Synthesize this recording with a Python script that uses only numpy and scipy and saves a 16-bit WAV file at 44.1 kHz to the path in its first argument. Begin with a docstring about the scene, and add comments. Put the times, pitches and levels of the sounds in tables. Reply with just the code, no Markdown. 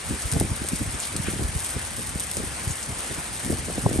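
"""Steady rain on metal roofs, heard from a balcony.
From the start a far wash of rain lies under the patter of nearer drops, each a click and a fizz of
spray; the microphone's two ports ring in the high treble. Light wind rumbles and bumps the microphone
in short low puffs. Big drips splash close by, thickly in the first second, then now and again. Just
after one second the rain swells twice, briefly. The hardest puffs come near the end."""
import sys
import numpy as np
from scipy import signal
from scipy.fft import rfft, irfft
from scipy.io import wavfile
from scipy.ndimage import uniform_filter1d

SR = 44100
rng = np.random.default_rng(int(sys.argv[2]) if len(sys.argv) > 2 else 0)


def int16_out(signal):
    """Quantize to a 16-bit WAV file."""
    q = np.round(np.clip(np.atleast_2d(signal).T, -1, 1) * 32767)
    wavfile.write(sys.argv[1], SR, q.astype(np.int16))


N = 176400

# Tone of the far rain. 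Each row: frequency in Hz, relative spectral density in dB.
WASH_TONE = [(40, 1), (100, -6), (250, -5), (600, -3.5), (1300, -3), (2100, -3.5), (2900, -7.5),
             (4500, -10.5), (6900, -11.5), (7700, -8.5), (8600, -6), (9700, -0.5), (10300, -17.5),
             (11200, -17), (12000, -37), (13200, -77), (15500, -95)]
# Stereo image of the microphone's two ports. Each row: frequency in Hz, coherence from 0 to 1,
# left minus right in dB, left phase lead in radians.
PORT_IMAGE = [(200, 0.83, 0.3, -0.32), (700, 0.61, 0.5, -0.94), (1200, 0.25, 2.1, -0.85),
              (1700, 0.43, -0.5, -0.88), (2400, 0.4, 0.4, 0.31), (3400, 0.59, 3.9, 0.57),
              (5500, 0.66, 5.0, 0.58), (6900, 0.65, 5.5, 0.11), (7600, 0.81, 2.6, 0.93),
              (8600, 0.96, 0.5, -0.07), (9600, 0.89, 0.2, -2.16), (10300, 0.98, 0.1, -3.17),
              (11200, 0.57, 0.2, -4.81), (11900, 0.96, 0.3, -6.23)]
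# Tone of a near drop, with the ports' ring. Each row: frequency in Hz, relative gain in dB.
DROP_TONE = [(500, -37), (2000, -15.5), (3500, -8.5), (5500, -6.5), (7500, -4), (8700, 3), (9700, 6.5),
             (10400, 3.5), (11300, -6), (12200, -10.5), (13300, -39), (15500, -51)]
# Fader ride of the near patter. Each row: time in seconds, level in dB.
PATTER_RIDE = [(0, -38), (1, -35.5), (2, -35), (2.6, -37), (3.3, -36), (4, -35.5)]
# Tone of the wind rumble. Each row: frequency in Hz, relative gain in dB.
RUMBLE_TONE = [(25, -34), (45, -1.5), (70, 3.5), (120, -4), (250, -9), (450, -30.5), (800, -19.5),
               (1600, -68)]
# Fader ride of the wind between puffs. Each row: time in seconds, level in dB before trim.
RUMBLE_RIDE = [(0.0, -49), (0.1, -33.5), (0.2, -43), (0.5, -34.5), (0.68, -42), (0.9, -33.5), (1.03, -41.5),
               (1.4, -35), (1.7, -41.5), (2.3, -39.5), (2.56, -36), (2.8, -47.5), (3.35, -41),
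               (3.55, -39.5), (4, -32)]
# Eddies hitting the microphone. Each row: centre in seconds, thud level in dB, thud pitch in Hz,
# front edge level in dB, turbulence level in dB; all levels before trim.
PUFF_CUES = [(0.112, -21.5, 204, -38.5, -32), (0.141, -29, 55.4, -50, -31.5),
             (0.261, -25, 59.9, -42.5, -38.5), (0.336, -20, 89.7, -50, -45),
             (0.361, -34, 194.4, -32.5, -22.5), (0.367, -18.5, 139.4, -23.5, -33.5),
             (0.414, -16.5, 291.5, -20.5, -33.5), (0.427, -20, 100, -41, -27.5),
             (0.453, -31, 56.6, -48, -31.5), (0.52, -21, 97.5, -54, -35.5), (0.621, -25.0, 195.4, -42, -43),
             (0.649, -31, 145.8, -30, -36.5), (0.737, -18, 175.6, -53, -32),
             (0.818, -19.5, 173.9, -47, -30.5), (0.879, -27, 97.4, -47.5, -41.5),
             (0.951, -28, 169.2, -46, -37), (1.157, -24, 205, -39, -37), (1.167, -28, 69.4, -52, -44),
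             (1.202, -23.5, 131.5, -50, -33.5), (1.286, -22, 262.4, -38.5, -30),
             (1.338, -25.5, 224.6, -50, -37), (1.363, -28, 187, -38.5, -42), (1.397, -22, 237.5, -35, -43),
             (1.419, -25, 218, -40, -27.5), (1.454, -22.5, 54.2, -47, -35), (1.494, -26, 115.6, -46.5, -48),
             (1.564, -21, 98.5, -50, -40), (1.769, -24.5, 91.7, -30.5, -31.5),
             (1.994, -37, 162, -32, -34.5), (2.16, -23, 198.6, -35.5, -46), (2.373, -53, 154, -30, -30.5),
             (2.404, -23, 243.3, -30.5, -32.5), (2.44, -26, 269, -37, -41), (2.474, -33, 124, -46, -43),
             (2.679, -23, 102.1, -42, -41), (2.71, -23, 101.3, -46, -39.5), (2.897, -27, 102.3, -48, -36),
             (2.927, -32, 96, -51, -41), (2.971, -36, 55.8, -46, -44), (3.115, -50.0, 159, -39.5, -32.5),
             (3.187, -29, 139.7, -49, -34), (3.464, -38, 217, -44.5, -30.5),
             (3.505, -16.5, 228.1, -26.5, -28), (3.53, -33, 218, -25, -25), (3.598, -31, 57, -51, -33.5),
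             (3.686, -50.0, 172, -27.5, -33.5), (3.702, -29.5, 276.3, -26.5, -39),
             (3.782, -31, 216.3, -24, -29.5), (3.865, -11, 126, -15, -24.5),
             (3.892, -50.0, 159, -26.5, -41), (3.915, -21, 233.2, -26, -30),
             (3.944, -50.0, 159, -38.5, -26.5), (3.961, -21.5, 294, -32, -36),
             (3.993, -13.5, 235.2, -25.5, -47)]
# Close splashes. Each row: start in seconds, relative level in dB, slap against ring in dB.
SPLASH_CUES = [(0.2214, -24, -7), (0.256, -24, -18), (0.2773, -28, -5), (0.3164, -17.5, -14),
               (0.3237, -30, -10), (0.336, -25.5, -20), (0.3991, -18.5, -23), (0.6874, -19.5, -14),
               (0.759, -23, -6.5), (1.0013, -36, 11), (1.1647, -20, -16), (1.591, -26.5, -11),
               (1.645, -20, -10), (1.69, -28, -14), (2.198, -18.5, -34), (2.207, -34, -14),
               (2.3135, -21.5, -18), (2.3687, -21, -6.5), (2.679, -28, -11), (2.7077, -26.5, 1.5),
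               (2.828, -26.5, 1), (3.448, -22.5, -22)]
# Tone of a splash's slap, below the ports' ring. Each row: frequency in Hz, relative gain in dB.
SLAP_TONE = [(800, -13), (2500, -24), (4000, -8), (6000, 3), (7800, 8), (10000, -10), (13000, -36)]
# Tone of a splash's snap, above the ports' ring. Each row: frequency in Hz, relative gain in dB.
SNAP_TONE = [(8000, -30), (11500, 0), (13300, -21), (15500, -24)]
# Brief swells of rain. Each row: centre in seconds, level in dB, band centre in Hz,
# half length in seconds.
SWELL_CUES = [(1.039, -35, 3850, 0.018), (1.274, -35.5, 2080, 0.021)]

SPRAY_S, BURST_S = 0.014, 0.0024  # decay of falling spray and of a big drip's burst
THUD_TRIM_DB, KNOCK_TRIM_DB, WAKE_TRIM_DB, RUMBLE_TRIM_DB = 0.02, 0.1, 0.9, -0.5
PUSH_DB, PUSH_HZ, PUSH_S = -9, 68, 0.0089  # slow push of air: level against the swing, pitch, half length
KNOCK_HZ, KNOCK_REF_DB, KNOCK_DB_PER_OCTAVE = 405, -30, 23  # a harder front knocks higher
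WAKE_LOW_HZ, WAKE_KNEE_HZ, WAKE_TOP_HZ = 48.4, 178, 524  # corners of the turbulence's spectrum


def amp(db):
    """Decibels to gain."""
    return 10 ** (np.asarray(db) / 20)


def unit(x):
    """Scales to rms 1."""
    return x / np.sqrt(np.mean(x ** 2) + 1e-20)


def curve(table, hz, column=1):
    """One column of a table, interpolated over log frequency."""
    columns = np.transpose(table)
    return np.interp(np.log(hz + 1), np.log(columns[0] + 1), columns[column])


def fader(ride):
    """A fader ride as a gain for every sample."""
    return amp(np.interp(np.arange(N) / SR, *np.transpose(ride)))


def add(mix, start_s, sound):
    """Lays a sound into the mix."""
    part = mix[..., max(round(start_s * SR), 0):][..., :sound.shape[-1]]
    part += sound[..., :part.shape[-1]]


def drift(hz):
    """Random wobble of rms 1, rolled off above hz."""
    return unit(irfft(rfft(rng.standard_normal(N)) / (1 + (np.fft.rfftfreq(N, 1 / SR) / hz) ** 4), N))


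def colour(x, tone, size=4096):
    """Minimum-phase EQ of energy 1, shaped by a tone table."""
    log_gain = np.log(amp(curve(tone, abs(np.fft.fftfreq(size, 1 / SR)))))
    taps = np.fft.ifft(np.exp(signal.hilbert(log_gain).conj())).real[:size // 2]
    return signal.oaconvolve(x, taps / np.linalg.norm(taps))[:len(x)]


def ports(mid, side):
    """The two ports turn two unrelated sounds into a partly alike left and right."""
    hz = np.fft.rfftfreq(N, 1 / SR)
    coherence, balance_db, lead = (curve(PORT_IMAGE, hz, column) for column in (1, 2, 3))
    common = rfft(mid) * np.sqrt((1 + coherence) / 2)
    apart = rfft(side) * np.sqrt((1 - coherence) / 2)
    pan = np.array([amp(balance_db / 2), amp(-balance_db / 2)])
    pan /= np.sqrt((pan ** 2).mean(0))
    return irfft(pan * [common + apart, (common - apart) * np.exp(-1j * lead)], N)


def far_rain(level_db=-34.5, patchy_db=1.58, flicker_db=0.15, sway_db=0.66):
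    """Countless far drops blur into a bed of hiss with drifting patches."""
    hz = np.fft.rfftfreq(512, 1 / SR)
    shape = (N // 128 + 5, len(hz))  # time frames by frequency bands
    patches = uniform_filter1d(rng.standard_normal(shape), size=14, axis=0)
    patches = unit(uniform_filter1d(patches, size=3, axis=1))
    noise = rng.standard_normal((2, *shape)) + 1j * rng.standard_normal((2, *shape))
    frames = noise * amp(curve(WASH_TONE, hz) + patchy_db * patches)
    hiss = signal.istft(frames.swapaxes(1, 2), nperseg=512, noverlap=384)[1][:, :N]
    return unit(ports(*hiss)) * amp(level_db + flicker_db * drift(hz=45) + sway_db * drift(hz=3.7))


def drop(spray_db):
    """A drop lands: a sharp click with a tail of spray."""
    sound = amp(spray_db) * spray(SPRAY_S)
    sound[0] += rng.choice([-1, 1])
    return sound


def spray(decay_s, grain=1.8, size=4000):
    """Droplets thrown up by a drop rain back in a grainy, dying fizz of energy 1."""
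    droplets, sizes = rng.standard_normal((2, size))
    clumps = np.exp(grain / 2 * unit(uniform_filter1d(sizes, size=24)))
    return unit(droplets * clumps * np.exp(-np.arange(size) / SR / decay_s)) / np.sqrt(size)


def patter(drops_per_s=600, spread_db=9, voices=16):
    """Drops of every size land at random on the nearest roofs."""
    layers = np.zeros((2, N))
    for voice in range(voices):
        hits = rng.random(N) < drops_per_s / voices / SR
        sizes = np.minimum(rng.exponential(1, N), 2.13)  # mostly small, the biggest capped
        layers[voice % 2] += signal.oaconvolve(hits * amp(spread_db * sizes), drop(spray_db=5.5))[:N]
    return unit(ports(*[colour(layer, DROP_TONE) for layer in layers])) * fader(PATTER_RIDE)


def wind_rumble(lumpy_db=2.5):
    """Lumpy low wind that comes and goes with the breeze."""
    air = [unit(colour(rng.standard_normal(N), RUMBLE_TONE)) for _ in range(2)]
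    lumps = amp(lumpy_db * drift(hz=22))
    return unit(wind_stereo(*air) * lumps) * fader(RUMBLE_RIDE) * amp(RUMBLE_TRIM_DB)


def wind_stereo(mid, side, coherence=0.75):
    """Wind reaches both ports almost alike."""
    return np.sqrt((1 + coherence) / 2) * mid + np.sqrt((1 - coherence) / 2) * np.array([side, -side])


def wind_puffs(thud_half_cycles=0.43, wake_half_s=0.012, size=6000):
    """Each eddy thuds as a low swing on a slow push; its steep front knocks amid a little turbulence."""
    mix = np.zeros((2, N))
    t = (np.arange(size) - size // 2) / SR
    f = np.fft.rfftfreq(size, 1 / SR)
    low_cut = f ** 4 / (f ** 4 + WAKE_LOW_HZ ** 4)
    wake_eq = low_cut / np.hypot(1, f / WAKE_KNEE_HZ) / (1 + (f / WAKE_TOP_HZ) ** 5)
    for centre_s, thud_db, hz, edge_db, wake_db in PUFF_CUES:
        turbulence = unit(irfft(rfft(rng.standard_normal((2, size))) * wake_eq, size))
        wake = amp(wake_db + WAKE_TRIM_DB) * wind_stereo(*turbulence) / np.cosh(t / wake_half_s)
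        swing = pressure_swing(t, hz, thud_half_cycles / hz)
        push = amp(PUSH_DB) * pressure_swing(t, PUSH_HZ, PUSH_S)
        thud = amp(thud_db + THUD_TRIM_DB) * (swing + push)
        knock_hz = KNOCK_HZ * 2 ** ((edge_db - KNOCK_REF_DB) / KNOCK_DB_PER_OCTAVE)
        knock = amp(edge_db + KNOCK_TRIM_DB) * pressure_swing(t, knock_hz, half_s=0.0015)
        add(mix, centre_s + t[0], thud + knock + wake)
    return mix


def pressure_swing(t, hz, half_s, sag=0.51, slip_radians=0.67):
    """One short swing of pressure that slows as it passes and reaches one port slightly earlier."""
    turns = np.cumsum(hz * np.exp(-sag * np.tanh(t / half_s))) / SR + rng.random()
    slip = slip_radians * rng.choice([-1, 1]) * np.array([[-.5], [.5]])
    return np.sqrt(2) * np.sin(2 * np.pi * turns + slip) / np.cosh(t / half_s)


def splashes(drip_gain_db=15, snap_gain_db=-3):
    """Big drips burst close to the microphone: a snap, a bright ring and a duller slap."""
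    rings, slaps, snaps = np.zeros((3, 2, N))
    for start_s, db, slap_db in SPLASH_CUES:
        add(rings, start_s, amp(db + drip_gain_db) * drip())
        add(slaps, start_s, amp(db + drip_gain_db + slap_db) * drip())
        add(snaps, start_s, amp(db + snap_gain_db) * np.array([spray(BURST_S), spray(BURST_S)]))
    mid, side = [colour(ring, DROP_TONE) + colour(slap, SLAP_TONE) + colour(snap, SNAP_TONE)
                 for ring, slap, snap in zip(rings, slaps, snaps)]
    return ports(mid, side)


def drip(spray_db=4.5, burst_db=-7.5):
    """A big drip as mid and side: a click in the mid only, a short burst, then falling spray."""
    mid, side = drop(spray_db), amp(spray_db) * spray(SPRAY_S)
    return np.array([part + amp(burst_db) * spray(BURST_S) for part in (mid, side)])


def rain_swells(width_octaves=0.64):
    """The rain swells for a moment in one band."""
    t, f = np.arange(N) / SR, np.fft.rfftfreq(N, 1 / SR)
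    mix = np.zeros((2, N))
    for centre_s, db, hz, half_s in SWELL_CUES:
        bell_eq = np.exp(-.5 * (np.log2((f + 1) / hz) / width_octaves) ** 2)
        band = unit(irfft(rfft(rng.standard_normal((2, N))) * bell_eq, N))
        mix += amp(db) * band * np.exp(-.5 * ((t - centre_s) / half_s) ** 2)
    return ports(*mix)


def scene():
    """Rain far and near, and wind on the microphone."""
    return far_rain() + patter() + wind_rumble() + wind_puffs() + splashes() + rain_swells()


def record(dry):
    """The recorder rolls off the deep bass and cuts the very top steeply."""
    low_cut_hz, top_hz = 36, 15800
    f = np.fft.rfftfreq(2 * N, 1 / SR)
    trimmed = irfft(rfft(dry, 2 * N) * f ** 4 / (f ** 4 + low_cut_hz ** 4))[:, :N]
    high_cut = signal.firwin(511, top_hz, window=("kaiser", 9), fs=SR)
    return signal.oaconvolve(trimmed, high_cut[None], "same")


dry = scene()
out = record(dry)
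int16_out(out)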